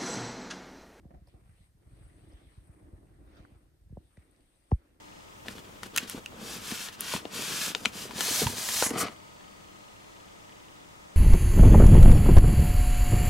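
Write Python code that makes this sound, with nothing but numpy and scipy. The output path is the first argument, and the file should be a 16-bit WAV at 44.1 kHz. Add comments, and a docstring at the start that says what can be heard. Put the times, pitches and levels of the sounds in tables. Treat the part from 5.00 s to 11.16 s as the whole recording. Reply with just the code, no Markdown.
"""A thin book is drawn from a shelf in a quiet room, over air, mains hum and a hand-held camera's faint noises.
From 0.45 s fingers brush the covers. From 1.3 s the book comes out in pulls, pinched at first, loose from 3 s:
its glossy cover scrapes its neighbours in tiny slips, stiff edges tick and snap, other books thud softly.
Near 3.85 s the back edge slips through the gap; by 4.15 s the last corner has brushed free.
Two faint ticks follow."""
import sys
import numpy as np
from scipy import signal
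from scipy.fft import rfft, irfft, next_fast_len
from scipy.io import wavfile
from scipy.ndimage import map_coordinates

SR = 44100
rng = np.random.default_rng(int(sys.argv[2]) if len(sys.argv) > 2 else 0)


def int16_out(signal):
    """Quantize to a 16-bit WAV file."""
    q = np.round(np.clip(np.atleast_2d(signal).T, -1, 1) * 32767)
    wavfile.write(sys.argv[1], SR, q.astype(np.int16))


N = 271656

# friction spectrum of a pinched cover: f/Hz, level/dB
PINCHED_COVER = [(350, -32.5), (600, -4), (778, -5), (1050, 0), (1240, 0), (1590, 7), (2060, -1),
                 (2780, 6.5), (3020, 3.5), (3270, 4), (5290, -3.5), (6150, -6.5), (12200, -14.5),
                 (15200, -21), (15800, -28.5)]


def sliding(loose_from_s=3.0, release_s=0.087):
    """The book is pulled while pinched, runs loose, slips through the gap and brushes free."""
    # pulls: t/s, length/s, attack/s, scrape/dB, swell/dB, hiss/dB re scrape, drag/dB re scrape
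    pulls = [(1.32, 0.31, 0.19, -44.5, 4.5, .5, -3.5), (1.55, 0.3786, 0.155, -41, 0.5, 0, -13.5),
             (1.962, 0.25, .06, -38.5, 14, -2, -14), (2.29, 0.46, 0.0682, -37, 7, 0, -10),
             (2.901, 0.22, 0.077, -43.5, -2.5, 0, -8.5), (3.12, .36, 0.092, -35, 7, 1.5, -10.5),
             (3.399, 0.2084, 0.026, -42.5, -5.5, 1.5, -2), (3.528, 0.36, 0.055, -37, 9, 2, -11.5)]
    # friction spectrum of the loose cover: f/Hz, level/dB
    loose_cover = [(350, -21), (600, -4.5), (856, -5.5), (982, 1), (1130, -9.5), (1240, -1.5), (1350, -6.5),
                   (1610, -7), (2390, -3.5), (3650, -1), (4130, 0.5), (7550, -4.5), (12400, -9.5),
                   (15000, -16.5), (15800, -18.5)]
    # resonances of the hollow behind the book: f/Hz, width/Hz, gain/dB
    hollow_modes = [(952.8, 147, -2), (1650, 314, 7), (5000, 610, -1.5), (6220, 150, 2)]
    # back edge passing the gap: t/s, scrape/dB, hiss/dB re scrape, drag/dB re scrape
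    edge_path = [(3.836, -35, 3, -12), (3.846, -41.5, 11, -14), (3.868, -33.5, 2.5, 3),
                 (3.882, -42.5, 9, 9), (3.925, -48, -7, 16)]
    # friction spectrum in the gap: f/Hz, level/dB
    gap_spectrum = [(350, -31), (600, 2), (688, -4.5), (956, 1), (1260, -5), (1700, -1), (3700, -11.5),
                    (6490, -3), (8190, -7), (10100, -4), (15800, -26)]
    # resonances of the gap: f/Hz, width/Hz, gain/dB
    gap_modes = [(6720, 330, 5), (8100, 400, 4.5), (10200, 600, 2.5)]
    # last corner brushing free: t/s, scrape/dB, hiss/dB re scrape, drag/dB re scrape
    corner_path = [(3.945, -42, -9.5, 11), (3.963, -41, -15, 5), (3.992, -35, 5, 2), (4.031, -34, -1.5, 1),
                   (4.053, -39, -21, 2.5), (4.14, -62.5, -6, 6)]
    # friction spectrum of the corner: f/Hz, level/dB
    corner_spectrum = [(350, -38.5), (600, -7), (679, -1), (917, -15), (1270, 0.5), (1590, -12),
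                       (1920, -4.5), (2740, -13), (3020, -8), (3460, -17), (4250, -12), (5580, -15.5),
                       (8650, -13), (14200, -24), (15800, -32)]
    early = [stroke(*pull, release_s) for pull in pulls if pull[0] < loose_from_s]
    late = [stroke(*pull, release_s) for pull in pulls if pull[0] >= loose_from_s]
    pinched = sum(rub(path, PINCHED_COVER, [], rough_db=0.8, scrape_db=-1.5, hiss_db=0, drag_db=0)
                  for path in early)
    loose = sum(rub(path, loose_cover, hollow_modes, rough_db=0.65, scrape_db=0.44, hiss_db=1.5,
                    drag_db=-4) for path in late)
    edge = rub(edge_path, gap_spectrum, gap_modes, rough_db=2, scrape_db=1.5, hiss_db=1, drag_db=-14.5)
    corner = rub(corner_path, corner_spectrum, [], rough_db=2.5, scrape_db=1.5, hiss_db=0.5, drag_db=-3)
    return pinched + loose + edge + corner


def stroke(start_s, length_s, attack_s, scrape_db, swell_db, hiss_db, drag_db, release_s):
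    """The hand speeds up, moves on and stops: fast is bright, slow judders. Gives a path for rub."""
    rest_db, breakaway_db, breakaway_s = -21.5, 7.5, 0.11
    hiss_slope, drag_slope = 0.445, -0.3  # dB per dB of speed
    t = np.arange(0, length_s, 1 / 500)
    slack = np.maximum(1 - t / attack_s, 0) ** 2 + np.maximum(1 - (length_s - t) / release_s, 0) ** 2
    speed_db = swell_db * (t / length_s - .5) + rest_db * slack
    judder_db = drag_slope * speed_db + breakaway_db * np.exp(-t / breakaway_s)
    return np.transpose([start_s + t, scrape_db + speed_db,
                         hiss_db + hiss_slope * speed_db, drag_db + judder_db])


def rub(path, surface, modes, rough_db, scrape_db, hiss_db, drag_db, split_hz=5500, ease_s=.022):
    """Fibres catch and slip in the cover's resonances while the pages judder."""
    # spectrum of the juddering page block: f/Hz, level/dB
    page_judder = [(53, -41), (90, -3), (205, 6), (241, 2.5), (305, 2), (457, 1.5), (587, -4), (676, -8),
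                   (915, -9.5), (1200, -11), (1560, -12), (2640, -120)]
    times_s, level_db, hiss_re_db, drag_re_db = np.transpose(path)
    t = np.arange(times_s[0] - ease_s, times_s[-1] + ease_s, 1 / SR)
    n = len(t)
    envelope = lambda db: amp(np.interp(t, times_s, db))
    cover_db = lambda hz: along(surface, hz) + humps(modes, hz)
    low_db = lambda hz: cover_db(hz) - 10 * np.log10(1 + (hz / split_hz) ** 8)
    high_db = lambda hz: cover_db(hz) - 10 * np.log10(1 + (split_hz / (hz + 1)) ** 8)
    scrape = spread(coloured(slips(n, rate_hz=5000, scatter_db=2.5), low_db))
    hiss = spread(coloured(slips(n, rate_hz=25000, scatter_db=3), high_db))
    drag = spread(coloured(slips(n, rate_hz=700, scatter_db=6), lambda hz: along(page_judder, hz)))
    scrape *= envelope(level_db + scrape_db)
    hiss *= envelope(level_db + hiss_re_db + hiss_db)
    drag *= envelope(level_db + drag_re_db + drag_db)
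    friction = amp(rough_db * wobble(87.9, n)) * (scrape + hiss)
    # neighbouring covers reflect it over paths that change as the book moves
    echo = lambda side, delay_s: np.interp(t - delay_s * amp(0.71 * wobble(2.88, n)), t, side)
    echoes = np.array([.2 * echo(side, .0009) - .3 * echo(side, .0023) for side in friction])
    fade = np.sin(np.pi / 2 * np.clip(np.minimum(t - t[0], t[-1] - t) / ease_s, 0, 1))
    out = np.zeros((2, N))
    add(out, t[0], fade * (friction + echoes + drag))
    return out


def slips(n, rate_hz, scatter_db):
    """Two trains of tiny slips at random moments, with log-normal sizes."""
    happens = rng.random((2, n)) < rate_hz / SR
    return unit(happens * rng.choice([-1, 1], (2, n)) * amp(scatter_db * rng.standard_normal((2, n))))


def ticks(onset_s=.0018, onset_db=-8, tail_db=-26, tail_t60_s=0.13, ring_db=7, gain_db=7):
    """A tick with a very short rising onset: one sharp push rings the cover, then scatters among books."""
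    # paper and card edges snapping: t/s, level/dB, body/dB, brightness/dB, ring/Hz, t60/s, leftward/dB
    snaps = [(0.458, -30, -6, -27, 1074, .013, -1), (0.482, -17, -35, -27, 1720, .013, 3.5),
             (0.581, -29, -18, -31, 1650, .01, 9), (0.831, -18, -22, -23, 1960, .013, 4),
             (0.961, -9, -32, -12, 1400, 0.02, 4), (0.974, -5, -27, -15, 1800, 0.023, -7),
             (0.98, -4.5, -34.5, -22, 2700, 0.011, 1), (1.096, -17, -30, -8, 5770, 0.013, -2),
             (1.259, -17, -46, -23, 2670, .006, -7), (1.713, -16.5, -20.5, -20, 1540, .022, 4),
             (1.885, -20.5, -17.5, -33.5, 1090, .013, 2.5), (2.006, -11.5, -47, -1.5, 9000, .007, 5),
             (2.136, -12.5, -13.5, -18, 1030, 0.0096, 2), (2.162, -14.5, -10.5, -28.5, 2600, .009, 2),
             (2.252, -17.5, -8.5, -40, 1040, 0.009, 4.5), (2.42, -18.5, -18, -13, 3360, .013, 1.5),
             (2.748, -7.5, -20, -32, 3650, 0.013, 5), (2.85, -12, -17, -32, 3500, .027, 9.5),
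             (2.855, -2, -27, -35, 2490, 0.0076, 3.5), (3.108, -22, -14, -24, 966, .016, 4.5),
             (3.206, -7.5, -21, -16, 3058, 0.019, 2), (3.467, -8, -14, -31, 940, .024, -14),
             (3.687, -13, -13.5, -12.5, 1717, .02, -3.5), (3.823, -6.5, -14.5, -36, 1500, 0.012, -5),
             (3.904, -18, -15, -14, 1890, .021, -8.5), (4.082, -21, -12, -33, 1940, 0.02, -10),
             (4.407, -35, -11, -34, 1900, .025, 2), (5.493, -34.5, -13, -36.5, 1960, .016, 0)]
    # resonances of the card cover: f/Hz, width/Hz, gain/dB
    cover_modes = [(990, 95, 5.5), (1410, 160, 5.5), (1810, 160, 6.5), (2841, 460, 6), (3380, 860, 1.5),
                   (6450, 610, 3.5)]
    crispness = 0.49  # dB of treble per dB of force
    out = np.zeros((2, N))
    t = np.arange(SR // 8) / SR - onset_s
    after_s = np.maximum(t, 0)
    for start_s, level_db, body_db, bright_db, ring_hz, t60_s, pan_db in snaps:
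        decay = amp(-60 * after_s / t60_s) + amp(tail_db - 60 * after_s / tail_t60_s)
        envelope = np.where(t < 0, amp(onset_db) * (1 + t / onset_s), decay)
        push = 0.28 * envelope * rng.standard_normal((2, len(t)))
        push[0, np.argmax(t >= 0)] += 1.6  # the sharp push
        spectrum = [(60, body_db - 16), (300, body_db + 17), (900, body_db + 18.5), (1500, -2.5),
                    (4000, -3), (6700, 0.32 * bright_db + crispness * level_db + 6),
                    (11000, bright_db + 11.5), (15500, bright_db + 2)]
        modes = cover_modes + [(ring_hz, 0.18 * ring_hz, ring_db)]
        snap = spread(coloured(push, lambda hz: along(spectrum, hz) + humps(modes, hz)))
        pan = amp([[pan_db / 4], [-pan_db / 4]])
        add(out, start_s, amp(level_db + gain_db) * snap / np.sqrt(len(t)) * pan)
    return out


def thuds(attack_s=0.0023, puff_db=-18, shelf_db=-12.5, shelf_hz=125):
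    """A book tips against another: damped modes and a puff from its pages; deep bumps ring the shelf."""
    # books bumping each other and the shelf: t/s, level/dB, f/Hz
    bumps = [(1.028, -29, 222), (1.144, -23.5, 260), (1.424, -30, 209), (1.719, -22.5, 217.4),
             (2.136, -19.5, 596), (2.147, -20, 178.3), (2.252, -27.5, 290), (2.754, -27, 450),
             (2.863, -23.5, 210), (2.958, -31, 287), (3.052, -27, 398), (3.157, -28, 188.2),
             (3.188, -25.5, 456), (3.283, -23, 465), (3.309, -25, 278), (3.417, -12, 440),
             (3.427, -11, 138.6), (3.461, -14.5, 108), (3.822, -12.5, 530), (3.862, -23, 224),
             (3.908, -14, 285), (4.032, -20, 301)]
    # modes of the shelf board: f/Hz, level/dB, t60/s
    board_modes = [(74, -1.5, 0.22), (101.57, 1.5, 0.31), (129, 1, 0.14)]
    book_modes = [(.6, -16), (1, -0.5), (1.6, -10.5)]  # f/pitch, level/dB
    out = np.zeros((2, N))
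    t = np.arange(SR // 3) / SR
    board = sum(amp(db - 60 * t / t60_s) * np.sin(2 * np.pi * hz * t) for hz, db, t60_s in board_modes)
    for start_s, level_db, pitch_hz in list(bumps) + jostles():
        t60_s = 0.03347 * (250 / pitch_hz) ** 0.41  # higher thuds die sooner
        envelope = (1 - np.exp(-(t / attack_s) ** 2)) * amp(-60 * t / t60_s)
        knock = sum(amp(db) * np.sin(2 * np.pi * pitch_hz * ratio * t + rng.uniform(0, 2 * np.pi))
                    for ratio, db in book_modes)
        lowpass_db = lambda hz: -10 * np.log10(1 + (hz / (2 * pitch_hz)) ** 4)
        puff = amp(puff_db) * spread(coloured(rng.standard_normal((2, len(t))), lowpass_db))
        shelf = amp(shelf_db) * board / (1 + (pitch_hz / shelf_hz) ** 4)
        add(out, start_s, amp(level_db) * (knock * envelope + puff * np.sqrt(envelope) + shelf))
    return coloured(out, lambda hz: along([(20, -39.5), (45, -4), (80, 0)], hz))


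def jostles(count=10, span_s=(.45, 4.1), level_db=-42, scatter_db=2, pitch_hz=260):
    """Faint random bumps while the hand works: t/s, level/dB, f/Hz."""
    times_s = np.interp((np.arange(count) + rng.random(count)) / count, [0, 1], span_s)
    return [(start_s, level_db + scatter_db * force, pitch_hz * np.exp(.3 * detune))
            for start_s, (force, detune) in zip(times_s, rng.standard_normal((count, 2)))]


def fingers(attack_s=0.017, release_s=0.0318, swell_db=1.5):
    """Short light strokes over the covers as the hand finds and changes its hold."""
    # finger strokes: t/s, length/s, scrape/dB, hiss/dB re scrape, drag/dB re scrape
    touches = [(0.45, 0.11, -51.5, -3, 0), (0.543, .075, -51.5, -3, -2.5), (0.628, 0.18, -60, -10, 1.5),
               (.82, 0.071, -49, -3.5, -3), (0.934, 0.14, -43.5, -7, -9.5), (1.065, 0.1, -46, -0.5, -13.5),
               (1.143, 0.0668, -48.5, -3, 0), (1.29, 0.26, -63, -16.5, 8.5), (1.913, 0.062, -51.5, -2, -16),
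               (2.191, 0.13, -59, -2, -0.5), (2.741, 0.18, -52, 1, -2.5), (3.083, 0.108, -49, -4, -3.5)]
    paths = [stroke(start_s, length_s, attack_s, scrape_db, swell_db, hiss_db, drag_db, release_s)
             for start_s, length_s, scrape_db, hiss_db, drag_db in touches]
    return sum(rub(path, PINCHED_COVER, [], rough_db=2.11, scrape_db=-2.5, hiss_db=-1, drag_db=-.5)
               for path in paths)


def alcove(x, t60_s=0.076, build_s=0.0014):
    """Nearby boards and spines throw back a dense, very short echo, different on each side."""
    t = np.arange(SR // 20) / SR
    echo = rng.standard_normal((2, len(t))) * amp(-60 * t / t60_s) * (1 - np.exp(-t / build_s))
    return signal.fftconvolve(x, echo / np.linalg.norm(echo[0]), axes=1)[:, :N]


def room(x):
    """A small furnished room: each frequency dies at its own speed."""
    # reverberation time: f/Hz, t60/s
    decay_times = [(100, 0.25), (1000, 0.38), (4000, 0.067), (14000, 0.17)]
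    hz, t, noise = signal.stft(rng.standard_normal((2, SR // 2)), SR, nperseg=256)
    decay = amp(-60 * t / along(decay_times, hz)[:, None])
    tail = signal.istft(noise * decay, SR, nperseg=256)[1]
    tail = np.pad(tail / np.linalg.norm(tail[0]), ((0, 0), (SR // 200, 0)))  # 5 ms late
    return signal.fftconvolve(x.mean(0)[None], tail, axes=1)[:, :N]


def room_air(level_db=-52, mid_db=-3.5):
    """Steady air noise coloured by the camera body."""
    # air common to both sides: f/Hz, level/dB
    mid_spectrum = [(15, -11), (25, -3), (86, -2.5), (194, -1), (269, -6.5), (299, -1), (324, -2.5),
                    (361, -5.5), (769, -8), (881, -7), (1510, -15.5), (2730, -15.5), (7630, -18.5),
                    (13800, -30), (15800, -34)]
    # air opposite on the two sides: f/Hz, level/dB
    side_spectrum = [(15, -70), (25, -31.5), (64, -28), (107, -11.5), (235, -10.5), (425, -9.5), (587, -8),
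                     (812, -11.5), (881, -11.5), (1220, -13.5), (1550, -18), (3220, -20.5), (5670, -27.5),
                     (6490, -27.5), (15800, -44)]
    # resonances of the camera body: f/Hz, width/Hz, gain/dB
    casing_modes = [(997, 67, 4), (1254.5, 74.3, 9.5), (1997, 550, 4.5), (3530, 500, 1.5),
                    (4440, 470, -2.5), (6450, 610, 2.5), (7890, 430, 2)]
    mid = amp(mid_db) * shaped_noise(mid_spectrum, casing_modes)
    side = shaped_noise(side_spectrum, casing_modes)
    return amp(level_db) * np.array([mid + side, mid - side])


def hum(gain_db=-2.5, waver_db=1.5):
    """Mains hum and the camera's constant whine: tones that waver slightly in level and phase."""
    # hum and whine tones: f/Hz, level/dB
    tones = [(99, -68), (200, -67.5), (300, -64.5), (600, -71.5), (900, -69.5), (4500, -80), (4800, -76),
             (5100, -77), (9600, -88.5), (15750, -77)]
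    t = np.arange(N) / SR
    out = np.zeros((2, N))
    for hz, db in tones:
        peak = np.sqrt(2) * amp(db + gain_db + waver_db * wobble(2, N))
        phase_rad = 0.122 * wobble(2.57, N) + rng.normal(0, 0.69, (2, 1))
        out += peak * np.sin(2 * np.pi * hz * t + phase_rad)
    return out


def handling(rest_db=-69.5, moved_db=-59):
    """The camera rumbles softly in the hand that holds it, more while it is moved."""
    # camera in motion: start/s, end/s
    moves = [(.3, 1.73), (2.8, 3.9)]
    rumble = shaped_noise([(20, -17), (45, 3), (70, 3.5), (120, -1), (250, -26.5)])
    moving = sum(during(*span_s, ease_s=0.24) for span_s in moves)
    return amp(rest_db + (moved_db - rest_db) * moving) * rumble


def flutter(rate_hz=25, level_db=-60):
    """The camera's electronics rasp faintly once per picture."""
    t = np.arange(N) / SR
    cycle = (t * rate_hz + .38) % 1 - .5
    bursts = amp(level_db) * np.exp(-(cycle / .16) ** 2)
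    rasp = shaped_noise([(1700, -36.5), (2100, -11), (2800, -0.5), (3500, -3.5), (3900, -16), (7000, -60)])
    return rasp * bursts * during(0, 5.85, ease_s=0.023)


def whine(ease_s=0.093):
    """A thin camera whine comes and goes, hopping between pitches."""
    # spells of whine: start/s, end/s, f/Hz, level/dB
    spells = [(0, .3, 5100, -77.5), (0, 0.252, 4200, -71.5), (4.147, 4.65, 4500, -75),
              (4.65, 5.25, 4200, -71.5)]
    t = np.arange(N) / SR
    return sum(amp(db) * during(start_s, end_s, ease_s) * np.sqrt(2) * np.sin(2 * np.pi * hz * t)
               for start_s, end_s, hz, db in spells)


def spread(pair):
    """Two unrelated signals become one wide source a little to the left, at rms 1."""
    # left-right likeness: f/Hz, correlation
    correlation = [(60, 1), (300, 1), (700, 1), (1500, 0.943), (3100, 0.833), (7000, 0.99), (15000, 0.7697)]
    # left over right: f/Hz, level/dB
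    lean = [(100, -1.5), (700, 2), (2400, 3.5), (4400, 2.5), (8000, -1), (15000, 0.5)]
    likeness = lambda hz: np.clip(along(correlation, hz), 0, .99)
    side = coloured(pair[1], lambda hz: 10 * np.log10((1 - likeness(hz)) / (1 + likeness(hz))))
    left = coloured(pair[0] + side, lambda hz: along(lean, hz) / 2)
    right = coloured(pair[0] - side, lambda hz: -along(lean, hz) / 2)
    return unit(np.array([left, right]))


def coloured(x, gain_db):
    """x through the minimum-phase filter with response gain_db(hz)."""
    n = x.shape[-1]
    n_fft = 2 * next_fast_len(n // 2 + 2048)
    gain = amp(gain_db(np.fft.rfftfreq(n_fft, 1 / SR)))
    cepstrum = irfft(np.log(np.maximum(gain, 1e-6)))
    cepstrum[1:n_fft // 2] *= 2
    cepstrum[n_fft // 2 + 1:] = 0
    return irfft(rfft(x, n_fft) * np.exp(rfft(cepstrum)), n_fft)[..., :n]


def shaped_noise(spectrum, modes=()):
    """Noise at rms 1 with a spectrum (f/Hz, level/dB) and resonances."""
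    return unit(coloured(rng.standard_normal(N), lambda hz: along(spectrum, hz) + humps(modes, hz)))


def along(points, hz):
    """(f/Hz, value) points read on a log axis."""
    knots_hz, values = np.transpose(points)
    return np.interp(np.log(hz + 1), np.log(knots_hz + 1), values)


def humps(modes, hz):
    """The dB that resonances add at each frequency."""
    return sum(db / (1 + (2 * (hz - centre_hz) / width_hz) ** 2) for centre_hz, width_hz, db in modes)


def wobble(rate_hz, n):
    """A smooth random curve with rate_hz knots a second."""
    knots = rng.standard_normal(int(n * rate_hz / SR) + 4)
    return map_coordinates(knots, [np.arange(n) * rate_hz / SR])


def during(start_s, end_s, ease_s):
    """A 0-to-1 gate with ramps centred on its ends."""
    t = np.arange(N) / SR
    return np.clip(.5 + np.minimum(t - start_s, end_s - t) / ease_s, 0, 1)


def add(track, start_s, sound):
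    """Mix a sound into the track."""
    start = round(start_s * SR)
    part = sound[..., :N - start]
    track[:, start:start + part.shape[-1]] += part


def amp(db):
    """Decibels to gain."""
    return 10 ** (np.asarray(db) / 20)


def unit(x):
    """Scaled to rms 1."""
    return x / np.sqrt(np.mean(x ** 2) + 1e-20)


def scene():
    """The books are close, so the shelf answers more than the room."""
    books = fingers() + sliding() + ticks() + thuds()
    echoes = amp(-13) * alcove(books) + amp(-20) * room(books)
    background = (room_air() + hum()) * amp([[.8], [-.8]])  # slightly left
    return books + echoes + background + flutter() + whine() + handling()


def record(dry):
    """The camera keeps nothing above its band limit."""
    top_hz = 15900
    n_fft = next_fast_len(N + 8192)
    passband = np.fft.rfftfreq(n_fft, 1 / SR) < top_hz
    return irfft(rfft(dry, n_fft) * passband, n_fft)[:, :N]


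dry = scene()
out = record(dry)
int16_out(out)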